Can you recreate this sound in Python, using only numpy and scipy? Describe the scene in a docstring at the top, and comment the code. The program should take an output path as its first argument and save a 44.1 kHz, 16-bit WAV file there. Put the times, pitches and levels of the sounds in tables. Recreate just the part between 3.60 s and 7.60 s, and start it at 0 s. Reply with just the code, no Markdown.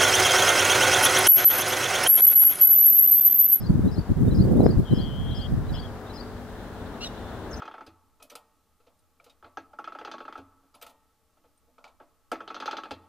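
"""Gusts buffet two microphone ports on open grassland, then die away to leave far traffic and an engine's hum.
A small distant bird repeats one quick phrase; a two-toned, whistle-like trill sounds long, then short.
Near the end, over a blur of far-off birds, a closer one squeaks once and another gives a falling chirp.
Wind, roar, hiss and blur are filtered noise or impulses; hum and calls are sines of wavering frequency."""
import sys
import numpy as np
from scipy import signal
from scipy.fft import rfft, irfft
from scipy.io import wavfile
from scipy.ndimage import uniform_filter1d, map_coordinates

SR = 44100
rng = np.random.default_rng(int(sys.argv[2]) if len(sys.argv) > 2 else 0)


def transcribe(u):
    """Save the signal u as a 16-bit wav file named by the first command-line argument.

    u: samples, shape (n,) or (channels, n), limited to [-1, 1]; the rate is SR.
    q: integer samples, one column per channel.
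    """
    v = np.clip(np.atleast_2d(u).T, -1, 1)
    q = np.round(v * 32767).astype(np.int16)
    wavfile.write(sys.argv[1], SR, q)


N = 176400

GUST_REF_DB, CALM_DB = -19.5, -77
EDDIES_PER_S = 900
RUMBLE_DB, BUFFET_DB, FIZZ_DB = -24, -21, -60.5  # at the reference gust
RUMBLE_GROWTH, BUFFET_GROWTH, FIZZ_GROWTH = 0.46, 1.11, 0.79  # dB per dB of gust
FIZZ_FLICKER_DB = 3.5
WIND_CEILING = 0.8  # of full scale
ENGINE_HZ = 48.2
HISS_DB = -59
SONG_LAG_S, TRILL_LAG_S, SQUEAK_LAG_S = 0.000037, 0.000019, -0.000078  # right port behind left
SONG_SCATTER_DB, SONG_ECHO_DB = -8, -9
TRILL_SCATTER_DB, TRILL_ECHO_DB = -14, -23
SQUEAK_SCATTER_DB, SQUEAK_ECHO_DB = -15, -17
SCATTER_S, FIELD_T60_S = 0.016, 1  # 1/e time of the scatter, 60 dB decay time of the echo
NOTE_EDGE_S, RELEASE_RATIO = 0.008, 1.6  # attack time, release over attack
PHRASE_VARY_DB = 1.5
TRILL_SIDEBAND_DB = -12
SQUEAK_HISS_DB = -7.5  # relative to the reed
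EDGE_HZ = 15850


def amp(db):
    """Level law: 20 dB is a factor of ten in amplitude."""
    return 10 ** (np.asarray(db) / 20)


def unit(x):
    """Normalisation to a root-mean-square of 1."""
    return x / np.sqrt(np.mean(x ** 2) + 1e-20)


def curve(points):
    """Linear interpolation through (s, value), for every sample."""
    return np.interp(np.arange(N) / SR, *np.transpose(points))


def by_hz(points):
    """Interpolation through (Hz, value) on a logarithmic frequency axis, for every bin."""
    f, value = np.transpose(points)
    bins_hz = np.fft.rfftfreq(N, 1 / SR)
    return np.interp(np.log(bins_hz + 1), np.log(f + 1), value)


def colour(x, spectrum):
    """Linear filtering by (Hz, dB) points, scaled to keep the power of white noise."""
    return irfft(rfft(x) * unit(amp(by_hz(spectrum))), N)


def wander(count, rate_hz):
    """Low-passed noise: a smooth random fluctuation, of rms 1 over the whole scene."""
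    f = np.fft.rfftfreq(N, 1 / SR)
    low_pass = np.exp(-(f / rate_hz) ** 2)
    return unit(irfft(rfft(rng.standard_normal(N)) * low_pass, N))[:count]


def add(mix, s, sound):
    """Superposition of a sound starting at s seconds, cropped to the mix."""
    at = round(s * SR)
    part = mix[max(at, 0):][:max(len(sound) + min(at, 0), 0)]
    part += sound[max(-at, 0):][:len(part)]


def fade(count, edge_s):
    """Amplitude envelope: soft attack, hold, softer release."""
    t = np.arange(count) / SR
    nearest_edge = np.minimum(t, (t[-1] - t) / RELEASE_RATIO)
    return np.sin(np.pi / 2 * np.clip(nearest_edge / edge_s, 0, 1))


def turns(hz):
    """Phase in radians as the running integral of frequency."""
    return 2 * np.pi * np.cumsum(hz) / SR


def place(x, lag_s, left_db, scatter_db, echo_db):
    """Direction by arrival time and level, with quick ground scatter and a long exponential field echo."""
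    f = np.fft.rfftfreq(N, 1 / SR)
    late = irfft(rfft(x) * np.exp(-2j * np.pi * f * lag_s), N)
    direct = np.array([x * amp(left_db / 2), late * amp(-left_db / 2)])
    t = np.arange(SR // 2) / SR
    decays = np.array([np.exp(-t / SCATTER_S), np.exp(-np.log(1000) * t / FIELD_T60_S)])
    tails = rng.standard_normal((2, 2, len(t))) * decays[:, None]  # scatter or echo, port, time
    tails /= np.linalg.norm(tails, axis=2, keepdims=True)
    response = amp(scatter_db) * tails[0] + amp(echo_db) * tails[1]
    return direct + signal.fftconvolve(x[None], response, axes=1)[:, :N]


def eddy_impulses(size_db=3):
    """Shot noise: eddies of random sign and size arrive at random instants."""
    arrivals = rng.random(N) < EDDIES_PER_S / SR
    signs = rng.choice([-1, 1], N)
    return unit(arrivals * signs * amp(size_db * rng.standard_normal(N)))


def wind_port(flutter_db=3, flutter_hz=35):
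    """Turbulent pressure at one port: faster air raises its pitch and strong gusts bring a flickering fizz."""
    # Gust strength. Each row: time in seconds, level in dB.
    gust_levels = [(0.0, -42), (0.05, -24), (0.08, -36), (0.1, -18), (0.2, -27), (0.22, -27), (0.25, -15.5),
                   (0.27, -18), (0.35, -39), (0.39, -16), (0.45, -68), (0.47, -63), (0.49, -31), (0.5, -18),
                   (0.52, -18.5), (0.55, -51), (0.57, -25), (0.61, -16.5), (0.63, -22.5), (0.69, -13.5),
                   (0.72, -22.5), (0.81, -16.5), (0.85, -18.5), (0.98, -17.5), (1.0, -8.5), (1.02, -11.5),
                   (1.07, -19.5), (1.09, -16.5), (1.15, -26.5), (1.17, -19), (1.2, -14.5), (1.24, -33),
                   (1.28, -64), (1.31, -24.5), (1.33, -13.5), (1.36, -34), (1.38, -21.5), (1.46, -33),
                   (1.49, -32.5), (1.62, -30.5), (1.64, -35), (1.7, -23), (1.76, -41.5), (1.8, -26),
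                   (1.83, -53), (1.85, -36), (1.94, -22), (2.04, -32), (2.06, -40), (2.12, -24),
                   (2.18, -43), (2.21, -37), (2.28, -57), (2.36, -55), (2.4, -77)]
    # Speed at which the sharp eddies pass. Each row: time in seconds, ratio.
    air_speed = [(0, .85), (.3, 1.013), (.55, .85), (.8, 0.99), (1.02, 1.442), (1.18, 0.91), (1.38, 1.1),
                 (1.6, 0.72), (2.2, .8)]
    # Spectra of slow eddies, sharp eddies and fizz. Each row: frequency in Hz, relative level in dB per Hz.
    rumble_spectrum = [(8, -35), (22, -6), (45, 2), (90, 2), (150, -2), (250, -16), (400, -26.5),
                       (800, -37), (2000, -72)]
    buffet_spectrum = [(20, -59), (60, 1), (110, 6.5), (180, 7), (300, 1), (450, -7.5), (700, -24.5),
                       (1200, -45.5), (2500, -76), (6000, -73)]
    fizz_spectrum = [(1000, -10), (3000, -42), (6000, 7), (9000, 10.5), (16000, 9)]

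    gust = curve(gust_levels + [(4, CALM_DB)]) - GUST_REF_DB + flutter_db * wander(N, flutter_hz)
    rumble = colour(eddy_impulses() * amp(RUMBLE_DB + RUMBLE_GROWTH * gust), rumble_spectrum)
    # reading the eddies faster or slower shifts their pitch
    passage = np.cumsum(curve(air_speed)) % N
    buffet = map_coordinates(colour(eddy_impulses(), buffet_spectrum), [passage], order=3, mode="wrap")
    buffet *= amp(BUFFET_DB + BUFFET_GROWTH * gust)
    fizz_db = FIZZ_DB + FIZZ_GROWTH * gust + FIZZ_FLICKER_DB * wander(N, 500)
    fizz = colour(rng.standard_normal(N) * amp(fizz_db), fizz_spectrum)
    return rumble + buffet + fizz


def thumps():
    """Pressure doublets: single eddies push then pull, shared between the ports by power."""
    # Each row: centre in seconds, peak in dB, half width in seconds, pan from -1 left to 1 right (clipped).
    eddies = [(0.106, -7.5, 0.00156, -0.12), (.157, -7, 0.0012, -1), (.195, -9, 0.0009, -0.49),
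              (.507, -10.5, 0.0017, -0.052), (0.809, -5, 0.0017, -0.5), (0.9639, -8, 0.00083, .2),
              (0.9988, -5, 0.00074, .3), (1.006, -3, 0.00058, 0.025), (1.0602, -3.5, 0.00058, 0.9),
              (1.0645, -.3, .00047, -1), (1.176, -10, 0.0025, -0.65), (1.337, -4.5, 0.00095, -1.4)]
    out = np.zeros((2, N))
    for s, db, width, pan in eddies:
        u = (np.arange(N) / SR - s) / width
        push_pull = -u * np.exp((1 - u ** 2) / 2)
        share = np.sqrt(np.clip([[(1 - pan) / 2], [(1 + pan) / 2]], 0, 1))
        out += share * amp(db) * push_pull
    return out


def wind():
    """Uncorrelated turbulence at each port, softly saturated when strongest, plus hard thumps."""
    turbulence = np.array([wind_port(), wind_port()])
    return WIND_CEILING * np.tanh(turbulence / WIND_CEILING) + thumps()


def roar(swell_db=0.65):
    """Partially coherent noise: far traffic is alike at both ports in the bass and grows slowly."""
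    # Spectrum. Each row: frequency in Hz, relative level in dB per Hz.
    roar_spectrum = [(12, -30), (28, -6), (50, -1), (100, -4), (160, -9), (250, -7), (400, -10), (780, -12),
                     (1100, -16), (1660, -19), (2360, -31), (3600, -34), (4900, -45), (15500, -55)]
    # Each row: time in seconds, level in dB.
    roar_levels = [(0, -42.5), (1.3, -41.5), (2.5, -39.5), (3.4, -39.5), (4, -37.5)]
    # Left-right likeness. Each row: frequency in Hz, correlation from 0 to 1.
    likeness = [(60, 0.89), (130, 1), (290, 0.89), (640, 1), (1400, 0.82), (3100, 0.26), (6000, 0)]
    a, b = rfft(rng.standard_normal((2, N)))
    same = np.clip(by_hz(likeness), -1, 1)
    pair = irfft(np.array([a, same * a + np.sqrt(1 - same ** 2) * b]), N)
    return colour(pair, roar_spectrum) * amp(curve(roar_levels) + swell_db * wander(N, 5.3))


def engine_hum(waver=0.00396, flutter_db=2):
    """Harmonic series: engine orders share one wavering shaft speed, each fluttering in level."""
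    # Each row: multiple of the shaft frequency, level in dB.
    orders = [(2, -50), (4, -53.5), (5, -48.5), (6, -58), (8, -60.5), (9, -53.5), (11, -61.5)]
    shaft = turns(ENGINE_HZ * (1 + waver * wander(N, 3.05)))
    out = np.zeros(N)
    for k, db in orders:
        level = amp(db + flutter_db * wander(N, 4.5))
        out += np.sqrt(2) * level * np.sin(k * shaft + 2 * np.pi * rng.random())
    return out


def traffic():
    """Level difference between the ports: roar and hum lean left by an amount set by frequency."""
    # Each row: frequency in Hz, left over right in dB.
    left_lead = [(60, 2), (200, 3), (700, 4), (2400, 1.5), (4400, 7.5), (8000, 2)]
    return irfft(rfft(roar() + engine_hum()) * amp(np.outer([0.5, -0.5], by_hz(left_lead))), N)


def hiss():
    """Stationary coloured noise: the microphones' own steady hiss, uncorrelated between the ports."""
    # Each row: frequency in Hz, relative level in dB per Hz.
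    hiss_spectrum = [(500, -5), (2500, 0), (4000, 3.5), (5500, 3.5), (9000, 0), (16000, -1.5)]
    return amp(HISS_DB) * colour(rng.standard_normal((2, N)), hiss_spectrum)


def chorus(flicker_db=2):
    """Many unresolved sources sum to band noise: birds too far away to tell apart."""
    # Spectrum. Each row: frequency in Hz, relative level in dB per Hz.
    chorus_spectrum = [(2000, -20), (2900, -6), (3600, -1), (4200, -4), (5200, -20), (7000, -40)]
    # Each row: time in seconds, level in dB.
    chorus_levels = [(0, -71), (2.3, -67), (3.2, -62), (3.6, -59), (4, -63.5)]
    level = amp(curve(chorus_levels) + flicker_db * wander(N, 20))
    return colour(rng.standard_normal((2, N)), chorus_spectrum) * level


def note(length, first_hz, last_hz, db, rasp_hz):
    """Frequency modulation: a gliding whistle roughened by quick random flutter of its pitch."""
    count = int(length * SR)
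    flutter = uniform_filter1d(rng.standard_normal(count), size=50)
    flutter = unit(uniform_filter1d(flutter, size=40))
    hz = np.linspace(first_hz, last_hz, count) + rasp_hz * flutter
    return amp(db) * fade(count, NOTE_EDGE_S) * np.sqrt(2) * np.sin(turns(hz))


def song():
    """Repetition with varied stress: each note of the distant bird's phrase shifts a little in level."""
    # Repeats of the phrase. Each row: start in seconds, level in dB.
    phrases = [(-.077, -45), (.243, -45.5), (0.674, -43), (0.967, -44), (1.272, -43.5), (1.676, -44),
               (2.053, -43.5), (2.462, -43)]
    # Each row: start within the phrase and length in seconds, first and last pitch in Hz,
    # level in dB relative to the phrase, rasp in Hz.
    phrase_notes = [(0, .028, 3700, 3640, -16, 25), (.032, .03, 4020, 3890, -12.5, 90),
                    (0.068, .026, 5050, 4800, -9.5, 250), (0.084, 0.024, 5300, 5180, -8, 45),
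                    (0.093, 0.024, 5040, 4980, -8, 91), (.109, 0.031, 4180, 4220, -9, 42),
                    (.134, 0.021, 4740, 4684, -6.5, 70), (0.141, 0.018, 4613, 4564, -2.5, 17),
                    (0.162, 0.021, 4630, 4504, -12, 26)]
    out = np.zeros(N)
    for start, db in phrases:
        for s, *shape in phrase_notes:
            stress = amp(db + PHRASE_VARY_DB * rng.standard_normal())
            add(out, start + s, stress * note(*shape))
    out *= fade(N, 0.0022)  # the first phrase is already under way
    return place(out, SONG_LAG_S, left_db=5.5, scatter_db=SONG_SCATTER_DB, echo_db=SONG_ECHO_DB)


def trill():
    """Beating and intermodulation: two close tones interfere and raise weak sidebands."""
    # One table a blast. Each row: time in seconds, upper and lower tone in Hz, upper and lower level in dB.
    blasts = [
        [(1.25, 3225, 3080, -55, -71), (1.284, 3231, 3070, -52, -54), (1.32, 3218, 3080, -62, -50.5),
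         (1.374, 3225, 3069, -48, -54.5), (1.464, 3246, 3090, -46, -54), (1.525, 3230, 3070, -57, -49),
         (1.596, 3228, 3086, -48.5, -55), (1.64, 3226, 3047, -51, -61), (1.71, 3226, 3002, -46, -61),
         (1.82, 3220, 3000, -46.5, -58), (1.862, 3245, 3054, -44, -50), (1.874, 3256, 2945, -52, -66)],
        [(2.138, 3260, 3124, -45, -57), (2.162, 3280, 3040, -54, -48), (2.182, 3300, 3000, -49, -54),
         (2.2, 3260, 3020, -51, -65), (2.217, 3250, 3040, -73, -70), (2.228, 3260, 3060, -54, -68),
         (2.26, 3245, 3200, -51.5, -66), (2.3, 3190, 3116, -72, -75)],
    ]
    # Pitch waver in Hz, one value a blast: the short blast is rougher.
    wavers_hz = [16, 55]
    sideband = amp(TRILL_SIDEBAND_DB)
    out = np.zeros(N)
    for blast, waver_hz in zip(blasts, wavers_hz):
        s, *columns = np.transpose(blast)
        t = np.arange(s[0], s[-1], 1 / SR)
        upper_hz, lower_hz, upper_db, lower_db = [np.interp(t, s, c) for c in columns]
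        upper = turns(upper_hz + waver_hz * wander(len(t), 256))
        lower = turns(lower_hz + waver_hz * wander(len(t), 256))
        tones = amp(upper_db) * (np.sin(upper) + sideband * np.sin(2 * upper - lower))
        tones += amp(lower_db) * (np.sin(lower) - sideband * np.sin(2 * lower - upper))
        add(out, s[0], np.sqrt(2) * tones * fade(len(t), 0.0047))
    return place(out, TRILL_LAG_S, left_db=10.5, scatter_db=TRILL_SCATTER_DB, echo_db=TRILL_ECHO_DB)


def squeak():
    """Source and filter: a nearby bird's rough reed through a fixed throat breaks upward halfway."""
    # Two notes. Each row: start and length in seconds, first and last pitch in Hz,
    # first and last level in dB, rasp in Hz.
    squeak_notes = [(3.407, 0.045, 1347, 1498, -42, -33, 25), (3.445, .035, 1940, 1836, -39, -39.5, 40)]
    # Throat response. Each row: frequency in Hz, relative level in dB.
    throat = [(1500, -15), (1950, -19), (2750, -0.5), (3050, 2), (3750, -3.5), (4200, -4), (5400, -10),
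              (7600, -19), (9500, -27), (13000, -35)]
    # Air through the reed. Each row: frequency in Hz, relative level in dB per Hz.
    air_spectrum = [(1200, -28), (2500, 5), (4000, 4), (5800, 2), (9000, -23), (15000, -25)]
    out = np.zeros(N)
    for s, length, first_hz, last_hz, first_db, last_db, rasp_hz in squeak_notes:
        count = int(length * SR)
        hz = np.linspace(first_hz, last_hz, count)
        phase = turns(hz + rasp_hz * wander(count, 600))
        reed = np.zeros(count)
        for k in range(1, 8):
            reed += amp(np.interp(k * hz, *np.transpose(throat))) * np.sin(k * phase)
        air = amp(SQUEAK_HISS_DB) * colour(rng.standard_normal(N), air_spectrum)[:count]
        level = amp(np.linspace(first_db, last_db, count)) * fade(count, 0.003)
        add(out, s, (unit(reed) + air) * level)
    return place(out, SQUEAK_LAG_S, left_db=0.2, scatter_db=SQUEAK_SCATTER_DB, echo_db=SQUEAK_ECHO_DB)


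def chirps():
    """Frequency glides: stray notes of other birds, a faint long one and then a falling chirp."""
    # Each row: start and length in seconds, first and last pitch in Hz, level in dB, rasp in Hz.
    chirp_notes = [(3.575, 0.19, 3510, 3520, -62, 69), (3.908, 0.02, 6500, 5650, -50, 300),
                   (3.927, .016, 5700, 4900, -42, 70), (3.937, .015, 5200, 5200, -44, 90),
                   (3.941, .012, 4780, 4140, -47, 200), (3.96, 0.03, 6080, 6150, -53, 50)]
    out = np.zeros(N)
    for s, *shape in chirp_notes:
        add(out, s, note(*shape))
    return place(out, SONG_LAG_S, left_db=2.0, scatter_db=SONG_SCATTER_DB, echo_db=SONG_ECHO_DB)


def scene():
    """Linear superposition of all sources at the two ports."""
    return wind() + traffic() + hiss() + chorus() + song() + trill() + squeak() + chirps()


def record(dry):
    """Clipping at full scale, then a linear-phase low-pass that limits the band."""
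    low_pass = signal.firwin(511, EDGE_HZ, window=("kaiser", 9), fs=SR)
    return signal.oaconvolve(np.clip(dry, -1, 1), low_pass[None], "same")


dry = scene()
out = record(dry)
transcribe(out)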